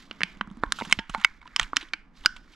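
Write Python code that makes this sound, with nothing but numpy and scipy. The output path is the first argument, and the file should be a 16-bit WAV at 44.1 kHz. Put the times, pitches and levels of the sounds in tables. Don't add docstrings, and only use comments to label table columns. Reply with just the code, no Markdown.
import sys
import numpy as np
from scipy import signal
from scipy.fft import rfft, irfft
from scipy.io import wavfile

SR = 44100
rng = np.random.default_rng(int(sys.argv[2]) if len(sys.argv) > 2 else 0)


def log_audio(samples):
    frames = np.atleast_2d(samples).T
    limited = np.clip(frames, -1, 1)
    pcm = np.round(limited * 32767).astype(np.int16)
    wavfile.write(sys.argv[1], SR, pcm)


N = 112454
TIME = np.arange(N) / SR
BRIEF = TIME[:SR // 3]

# f/Hz, level/dB
AMBIENT_SPECTRUM = [(30, 0), (100, -20.5), (250, -11.5), (500, -22.5), (1000, -19.5), (1600, -19.5),
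                    (3000, -36), (7000, -44), (16000, -56)]
REVERB_SPECTRUM = [(150, -20), (500, 0.5), (1100, 0), (2500, -1), (4500, -7), (8000, 0.5), (15000, 1)]
# f/Hz, phase/rad
LEFT_PHASE_LAG = [(100, 0), (950, .1), (1640, .38), (3600, .55), (8000, .5), (15000, .7)]
# t/s, level/dB
RUMBLE_LEVELS = [(0.0, -57), (0.25, -54.5), (0.75, -49.5), (1.08, -57), (1.23, -53.5), (1.46, -54.5),
                 (1.7, -52.5), (1.95, -58.5), (2.33, -49), (2.55, -61.5)]
HUM_LEVELS = [(0.0, -65.5), (0.13, -61.5), (0.52, -63), (0.78, -59), (0.91, -55), (1.05, -71.5),
              (1.19, -74), (1.63, -63), (1.97, -68), (2.55, -66)]
MID_RUB_LEVELS = [(0,-53.5), (.08,-63), (.19,-59), (.3,-58), (.39,-57), (.58,-64.5), (.65,-57.5), (.75,-53),
                  (.83,-53), (.9,-45), (.96,-55), (1.07,-54.5), (1.16,-51), (1.22,-42.5), (1.29,-51),
                  (1.4,-62), (1.53,-55.5), (1.63,-39.5), (1.71,-61), (1.82,-43.5), (1.91,-61), (2.11,-71),
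                  (2.22,-56.5), (2.45,-64), (2.55,-57)]
HIGH_RUB_LEVELS = [(.01,-59), (.1,-71), (.2,-67.5), (.35,-68), (.44,-83.5), (.7,-68.5), (.77,-51), (.9,-56),
                   (.97,-62.5), (1.07,-78), (1.11,-63.5), (1.22,-60), (1.28,-66.5), (1.41,-77.5),
                   (1.53,-73), (1.62,-52.5), (1.72,-74.5), (1.8,-56), (1.91,-75), (2.11,-91), (2.17,-65),
                   (2.29,-66), (2.43,-74), (2.55,-64.5)]
# f/Hz, level/dB
HAND_SPECTRUM = [(15, 2), (25, 5), (40, 0.5), (60, -8.5), (90, -18), (150, -26), (400, -49.5),
                 (1500, -92.5)]
HUM_SPECTRUM = [(70, -49.5), (140, -10), (210, -4), (290, -6.5), (400, -17.5), (600, -21), (1200, -16.5),
                (5000, -60.5)]
MID_RUB_SPECTRUM = [(500, -20.5), (750, -19.5), (1000, 10.5), (1500, 16), (2300, 15), (3200, -17.5),
                    (4500, -23.5), (8000, -53)]
HIGH_RUB_SPECTRUM = [(1500, -33.5), (2600, 4.5), (3600, 7), (5200, 1.5), (7000, -4), (9500, -15.5),
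                     (13000, -13.5), (16000, -25.5)]
# t/s, level/dB, f/Hz, t60/s
BUMPS = [(.664, -26, 36, 0.092), (0.974, -28.5, 55, 0.077), (1.096, -35, 34, 0.32),
         (1.247, -21, 290.5, 0.013), (1.612, -28, 29.7, 0.22), (1.613, -33, 95, 0.079),
         (1.757, -37, 44.45, 0.084), (2.257, -18, 94.8, 0.015)]
# t/s, level/dB, f/Hz, t60/s
BODY_THUDS = [(0.109, -47.5, 220, 0.075), (0.207, -47, 230, 0.04), (0.216, -38, 198, 0.029),
              (0.231, -33, 182, 0.053), (0.369, -39.5, 202, 0.033), (0.409, -34, 206, 0.06),
              (0.474, -35.5, 202, 0.042), (0.51, -38, 196, 0.084), (0.57, -41.5, 232, 0.072),
              (0.633, -32.5, 295, 0.04), (0.818, -30.5, 208, 0.04), (0.87, -36, 184, 0.043),
              (0.923, -30, 188, 0.037), (0.972, -46, 162, 0.072), (0.987, -28.5, 205, 0.036),
              (1.095, -28.5, 180, 0.02), (1.145, -42, 216, 0.051), (1.178, -40.5, 206, 0.081),
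              (1.593, -41.5, 182, 0.051), (1.731, -38.5, 264, 0.04), (1.768, -38, 276, 0.048),
              (1.827, -44.5, 324, 0.039), (1.933, -47, 308, 0.06), (2.26, -38, 308, 0.026)]
# lower f/Hz, upper f/Hz
CREASE_BANDS = [(950, 1700), (1700, 3800), (3800, 8500)]
# t/s, level/dB in each of the three bands, t60/s
CREASES = [(.372,-59,-56,-63,0.018), (.4735,-48.5,-86,-65,0.011), (.501,-57,-57,-72,0.01),
           (.512,-52.5,-61,-63.5,0.023), (.571,-54,-72,-62,0.0099), (.626,-43.5,-60,-70,0.1),
           (.662,-47,-57,-70,0.018), (.787,-32,-36.5,-44,0.031), (.8,-36,-36,-46,0.019),
           (.848,-44,-38,-45,0.053), (.853,-40,-46,-45.5,.03), (.897,-42.5,-42.5,-46.5,0.033),
           (.91,-39,-31.5,-39,0.11), (1.095,-36,-36,-40.5,0.044), (1.139,-36,-41.5,-53,0.057),
           (1.177,-46.5,-47.5,-53,0.058), (1.197,-44,-44,-57,0.059), (1.213,-43.5,-44,-48,0.022),
           (1.238,-56.5,-38,-58,.03), (1.414,-55.5,-57.5,-74,.025), (1.427,-50,-62,-78.5,.025),
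           (1.455,-53,-69.5,-74,0.024), (1.468,-69.5,-54.5,-72,0.029), (1.476,-46,-47.5,-67,0.0067),
           (1.589,-43,-42,-56,0.034), (1.612,-34,-32,-53,0.057), (1.629,-41.5,-30,-38.5,0.021),
           (1.761,-37,-31.5,-46,0.073), (1.809,-46,-36.5,-58,0.065), (1.828,-46,-43,-64,0.023),
           (1.886,-66,-54,-74,0.023), (2.17,-58,-55,-74,0.034), (2.238,-56.5,-49.5,-66,.03),
           (2.2487,-37,-38,-52,0.081), (2.363,-48,-41.5,-51.5,0.037), (2.533,-70,-53,-67,0.043)]
# t/s, f/Hz, level/dB, t60/s
WALL_TONES = [(.636, 1750, -18, 0.018), (0.638, 1088, -39.5, 0.13), (.811, 939, -26, 0.058),
              (0.99, 908, -33, 0.12), (.989, 1640, -37.5, 0.12), (1.148, 888, -26.5, .09),
              (1.148, 1450, -35.5, 0.11), (1.247, 2230, -25, 0.084), (1.414, 2220, -41.5, 0.037),
              (1.457, 1000, -37.5, .05), (2.258, 1480, -37.5, 0.35), (2.26, 1540, -42, 0.33)]
# t/s, t60/s, five modes as (f/Hz, level/dB), crack level/dB, air push level/dB,
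# then, relative to each mode, neighbouring modes' level/dB and level/dB shed into the room
BUCKLES = [(0.1111, 0.012, 1090, -45, 1410, -41, 2330, -40, 2860, -40, 4350, -49.5, -87, -41, -3, -14.5),
           (0.2068, 0.007, 1120, -44, 1590, -41, 2220, -36, 2670, -47, 5070, -53, -66, -36, -3.5, -26),
           (0.2163, 0.015, 1070, -40.5, 1650, -31, 1874, -33, 2690, -40.5, 4100, -50, -67, -41, -4, -23),
           (0.2336, 0.004, 930, -38, 1650, -26, 2376, -19, 2835, -22.5, 4560, -29.5, -44, -36, -9.5, -19.5),
           (0.4107, 0.01, 1100, -30, 1486, -32.5, 1885, -34.5, 3080, -38, 5040, -59, -69, -37, -4, -18),
           (0.6358, 0.0078, 1020, -21, 1444, -23, 1710, -47, 3460, -45.5, 4280, -51.5, -58, -22.5, -16, -23),
           (0.7221, 0.0045, 1170, -49.5, 1310, -25.5, 1765, -30.5, 3670, -27, 4510, -34, -29, -54, -10, -23),
           (0.811, 0.018, 880, -34, 1510, -44, 2110, -44, 2800, -50, 4500, -68.5, -62, -39, -18, -26.5),
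           (0.8203, 0.0097, 990, -36, 1330, -52, 2140, -36.5, 2900, -55.5, 6200, -62, -68, -28.5, -13, -18),
           (0.9254, 0.013, 1080, -28, 1470, -24.5, 2154, -14, 3056, -19, 5250, -25.5, -27, -59.5, -10.5, -35),
           (0.9889, 0.011, 826, -49, 1484, -39.5, 2050, -39.5, 2985, -32, 4130, -44, -64, -42, -5.5, -14.5),
           (0.9919, 0.028, 887, -41, 1610, -39.5, 1860, -39.5, 3210, -40.5, 5390, -47.5, -80, -34.5, -2, -17),
           (1.1475, 0.017, 855, -21.5, 1400, -39.5, 2210, -34.5, 3250, -51, 4180, -44, -55, -36, -5.5, -20.5),
           (1.247, 0.011, 1097, -24, 1300, -22.5, 2084, -15.5, 3030, -24, 4970, -30.5, -37, -46.5, -3.5, -32.5),
           (1.5623, 0.011, 1110, -40.5, 1148, -28, 2040, -35, 3000, -24.5, 5310, -26.5, -37, -64.5, -8.5, -21),
           (1.5965, 0.013, 935, -30.5, 1550, -25, 1830, -24, 3230, -28, 6430, -32.5, -40.5, -41, 0.5, -23.5),
           (1.7322, 0.011, 1108, -27, 1360, -32.5, 1880, -54.5, 2830, -72.5, 5010, -84, -81, -37.5, -11, -22),
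           (1.7679, 0.0059, 1125, -37.5, 1508, -25.5, 2470, -23, 2955, -25, 5430, -26.5, -37.5, -53.5, -2.5, -23),
           (1.935, 0.022, 870, -45, 1558, -32.5, 2320, -29, 2695, -35, 4490, -38.5, -56.5, -42, -1.5, -17),
           (2.2598, 0.014, 1250, -35.5, 1484, -15, 2387, -28, 2900, -22.5, 4945, -18, -32.5, -36, -10.5, -23.5)]


def amp(db):
    return 10 ** (np.asarray(db) / 20)


def unit(x):
    return x / np.sqrt(np.mean(x ** 2) + 1e-20)


def transient(x, db):
    return amp(db) * x * np.sqrt((SR // 100) / (np.sum(x ** 2) + 1e-20))


def add(out, onset_s, x):
    i = max(int(onset_s * SR), 0)
    out[i:i + len(x)] += x[:N - i]


def envelope(attack_s, t60, t=BRIEF):
    return (1 - np.exp(-t / attack_s)) ** 2 * np.exp(-np.minimum(np.log(1000) * t / t60, 100))


def mode(hz, attack_s, t60):
    return envelope(attack_s, t60) * np.sin(2 * np.pi * hz * BRIEF)


def filtered(x, hz, kind="band"):
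    return signal.sosfilt(signal.butter(2, hz, kind, fs=SR, output="sos"), x)


def colour(x, spectrum):
    hz, db = np.transpose(spectrum)
    f = np.maximum(np.fft.rfftfreq(N, 1 / SR), 1)
    return irfft(rfft(x) * amp(np.interp(np.log(f), np.log(hz), db)), N)


def grains(spread_db, size):
    step = SR // 1000
    noise = rng.standard_normal(size)
    jumps = np.repeat(rng.standard_normal(size // step + 1), step)[:size]
    return noise * amp(spread_db * jumps)


def place(x, pan_db=3.8):
    lag = np.interp(np.fft.rfftfreq(N, 1 / SR), *np.transpose(LEFT_PHASE_LAG))
    left = irfft(rfft(x) * np.exp(-1j * lag), N)
    return np.array([amp(-pan_db / 2) * left, amp(pan_db / 2) * x])


def ambience(db=-76.5):
    return amp(db) * unit(colour(rng.standard_normal((2, N)), AMBIENT_SPECTRUM))


def room(x):
    tails = colour(rng.standard_normal((2, N)), REVERB_SPECTRUM)
    tails *= envelope(attack_s=0.0013, t60=0.36, t=TIME)
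    tails /= np.sqrt(np.sum(tails ** 2, axis=1, keepdims=True))
    middle, side = signal.fftconvolve(x[None], tails, axes=1)[:, :N]
    return place(middle) + 0.4 * side * [[1], [-1]]


def friction(levels, spectrum, grain_db=0):
    middle, side = (unit(colour(grains(grain_db, N), spectrum)) for _ in range(2))
    gain = amp(np.interp(TIME, *np.transpose(levels)))
    return gain * (place(middle) + 0.2 * side * [[1], [-1]])


def handling():
    rumble = amp(-0.5) * friction(RUMBLE_LEVELS, HAND_SPECTRUM)
    hum = amp(5) * friction(HUM_LEVELS, HUM_SPECTRUM)
    return rumble + hum


def skin_rub(levels, spectrum, clump_db=3, clump_s=0.005):
    knots = np.arange(0, N / SR + 0.1, clump_s)
    clumps = np.interp(TIME, knots, rng.standard_normal(2000)[:len(knots)])
    return amp(clump_db * clumps) * friction(levels, spectrum, grain_db=0.5)


def jolts(events, attack_s, gain_db=0):
    out = np.zeros(N)
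    for onset, db, hz, t60 in events:
        add(out, onset, amp(db + gain_db) * mode(hz, attack_s, t60))
    return out


def crackles(gain_db=-2):
    out = np.zeros(N)
    for onset, *levels, t60 in CREASES:
        slips = grains(spread_db=4.5, size=len(BRIEF)) * envelope(0.0001, t60)
        for edges_hz, db in zip(CREASE_BANDS, levels):
            add(out, onset, transient(filtered(slips, edges_hz), db + gain_db))
    return filtered(out, hz=7500, kind="low")


def wall_tones():
    out = np.zeros(N)
    for onset, hz, db, t60 in WALL_TONES:
        add(out, onset, amp(db) * mode(hz, attack_s=0.00057, t60=t60))
    return out


def neighbouring_modes(hz, log_spread=0.256, attack_cycles=0.3):
    offsets = np.linspace(-1, 1, 6) + rng.normal(0, 0.11, size=6)
    cluster_hz = hz * np.exp(log_spread * offsets)
    return sum(rng.choice([-1, 1]) * mode(f, attack_cycles / f, t60=0.017) for f in cluster_hz)


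def pops(attack_cycles=0.15, scatter_ratio=1.11):
    direct, shed = np.zeros((2, N))
    impulse = signal.unit_impulse(len(BRIEF))
    for onset, t60, *modes, crack_db, push_db, neighbour_db, room_db in BUCKLES:
        burst = rng.standard_normal(len(BRIEF)) * envelope(attack_s=0.0001, t60=0.0095)
        snap = transient(filtered(burst, hz=(5500, 9000)), crack_db - 0.5)
        for k, (hz, db) in enumerate(zip(modes[::2], modes[1::2])):
            snap += (-1) ** k * transient(mode(hz, attack_cycles / hz, t60), db + 0.5)
            snap += transient(neighbouring_modes(hz), db + neighbour_db)
            scatter = filtered(impulse, (hz / scatter_ratio, hz * scatter_ratio))
            add(shed, onset, transient(scatter, db + room_db))
        snap = filtered(snap, hz=1070, kind="high")
        push = transient(mode(hz=389, attack_s=0.0018, t60=0.0028), push_db - 5.5)
        add(direct, onset, snap + push)
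    return direct, shed


def scene():
    buckles, shed = pops()
    creases = crackles()
    thuds = jolts(BODY_THUDS, attack_s=0.002, gain_db=8.5)
    bumps = jolts(BUMPS, attack_s=0.0034)
    direct = place(buckles + wall_tones() + creases + thuds + bumps)
    rub = amp(-5) * skin_rub(MID_RUB_LEVELS, MID_RUB_SPECTRUM)
    rub += amp(2) * skin_rub(HIGH_RUB_LEVELS, HIGH_RUB_SPECTRUM)
    return direct + rub + handling() + ambience() + room(shed + amp(-22.5) * creases)


def record(dry, overload=0.92):
    softened = filtered(dry, hz=11400, kind="low")
    clipped = np.clip(softened, -overload, overload)
    treble_cut = signal.firwin(61, 15500, fs=SR)
    return signal.fftconvolve(clipped, treble_cut[None], mode="same", axes=1)


dry = scene()
out = record(dry)
log_audio(out)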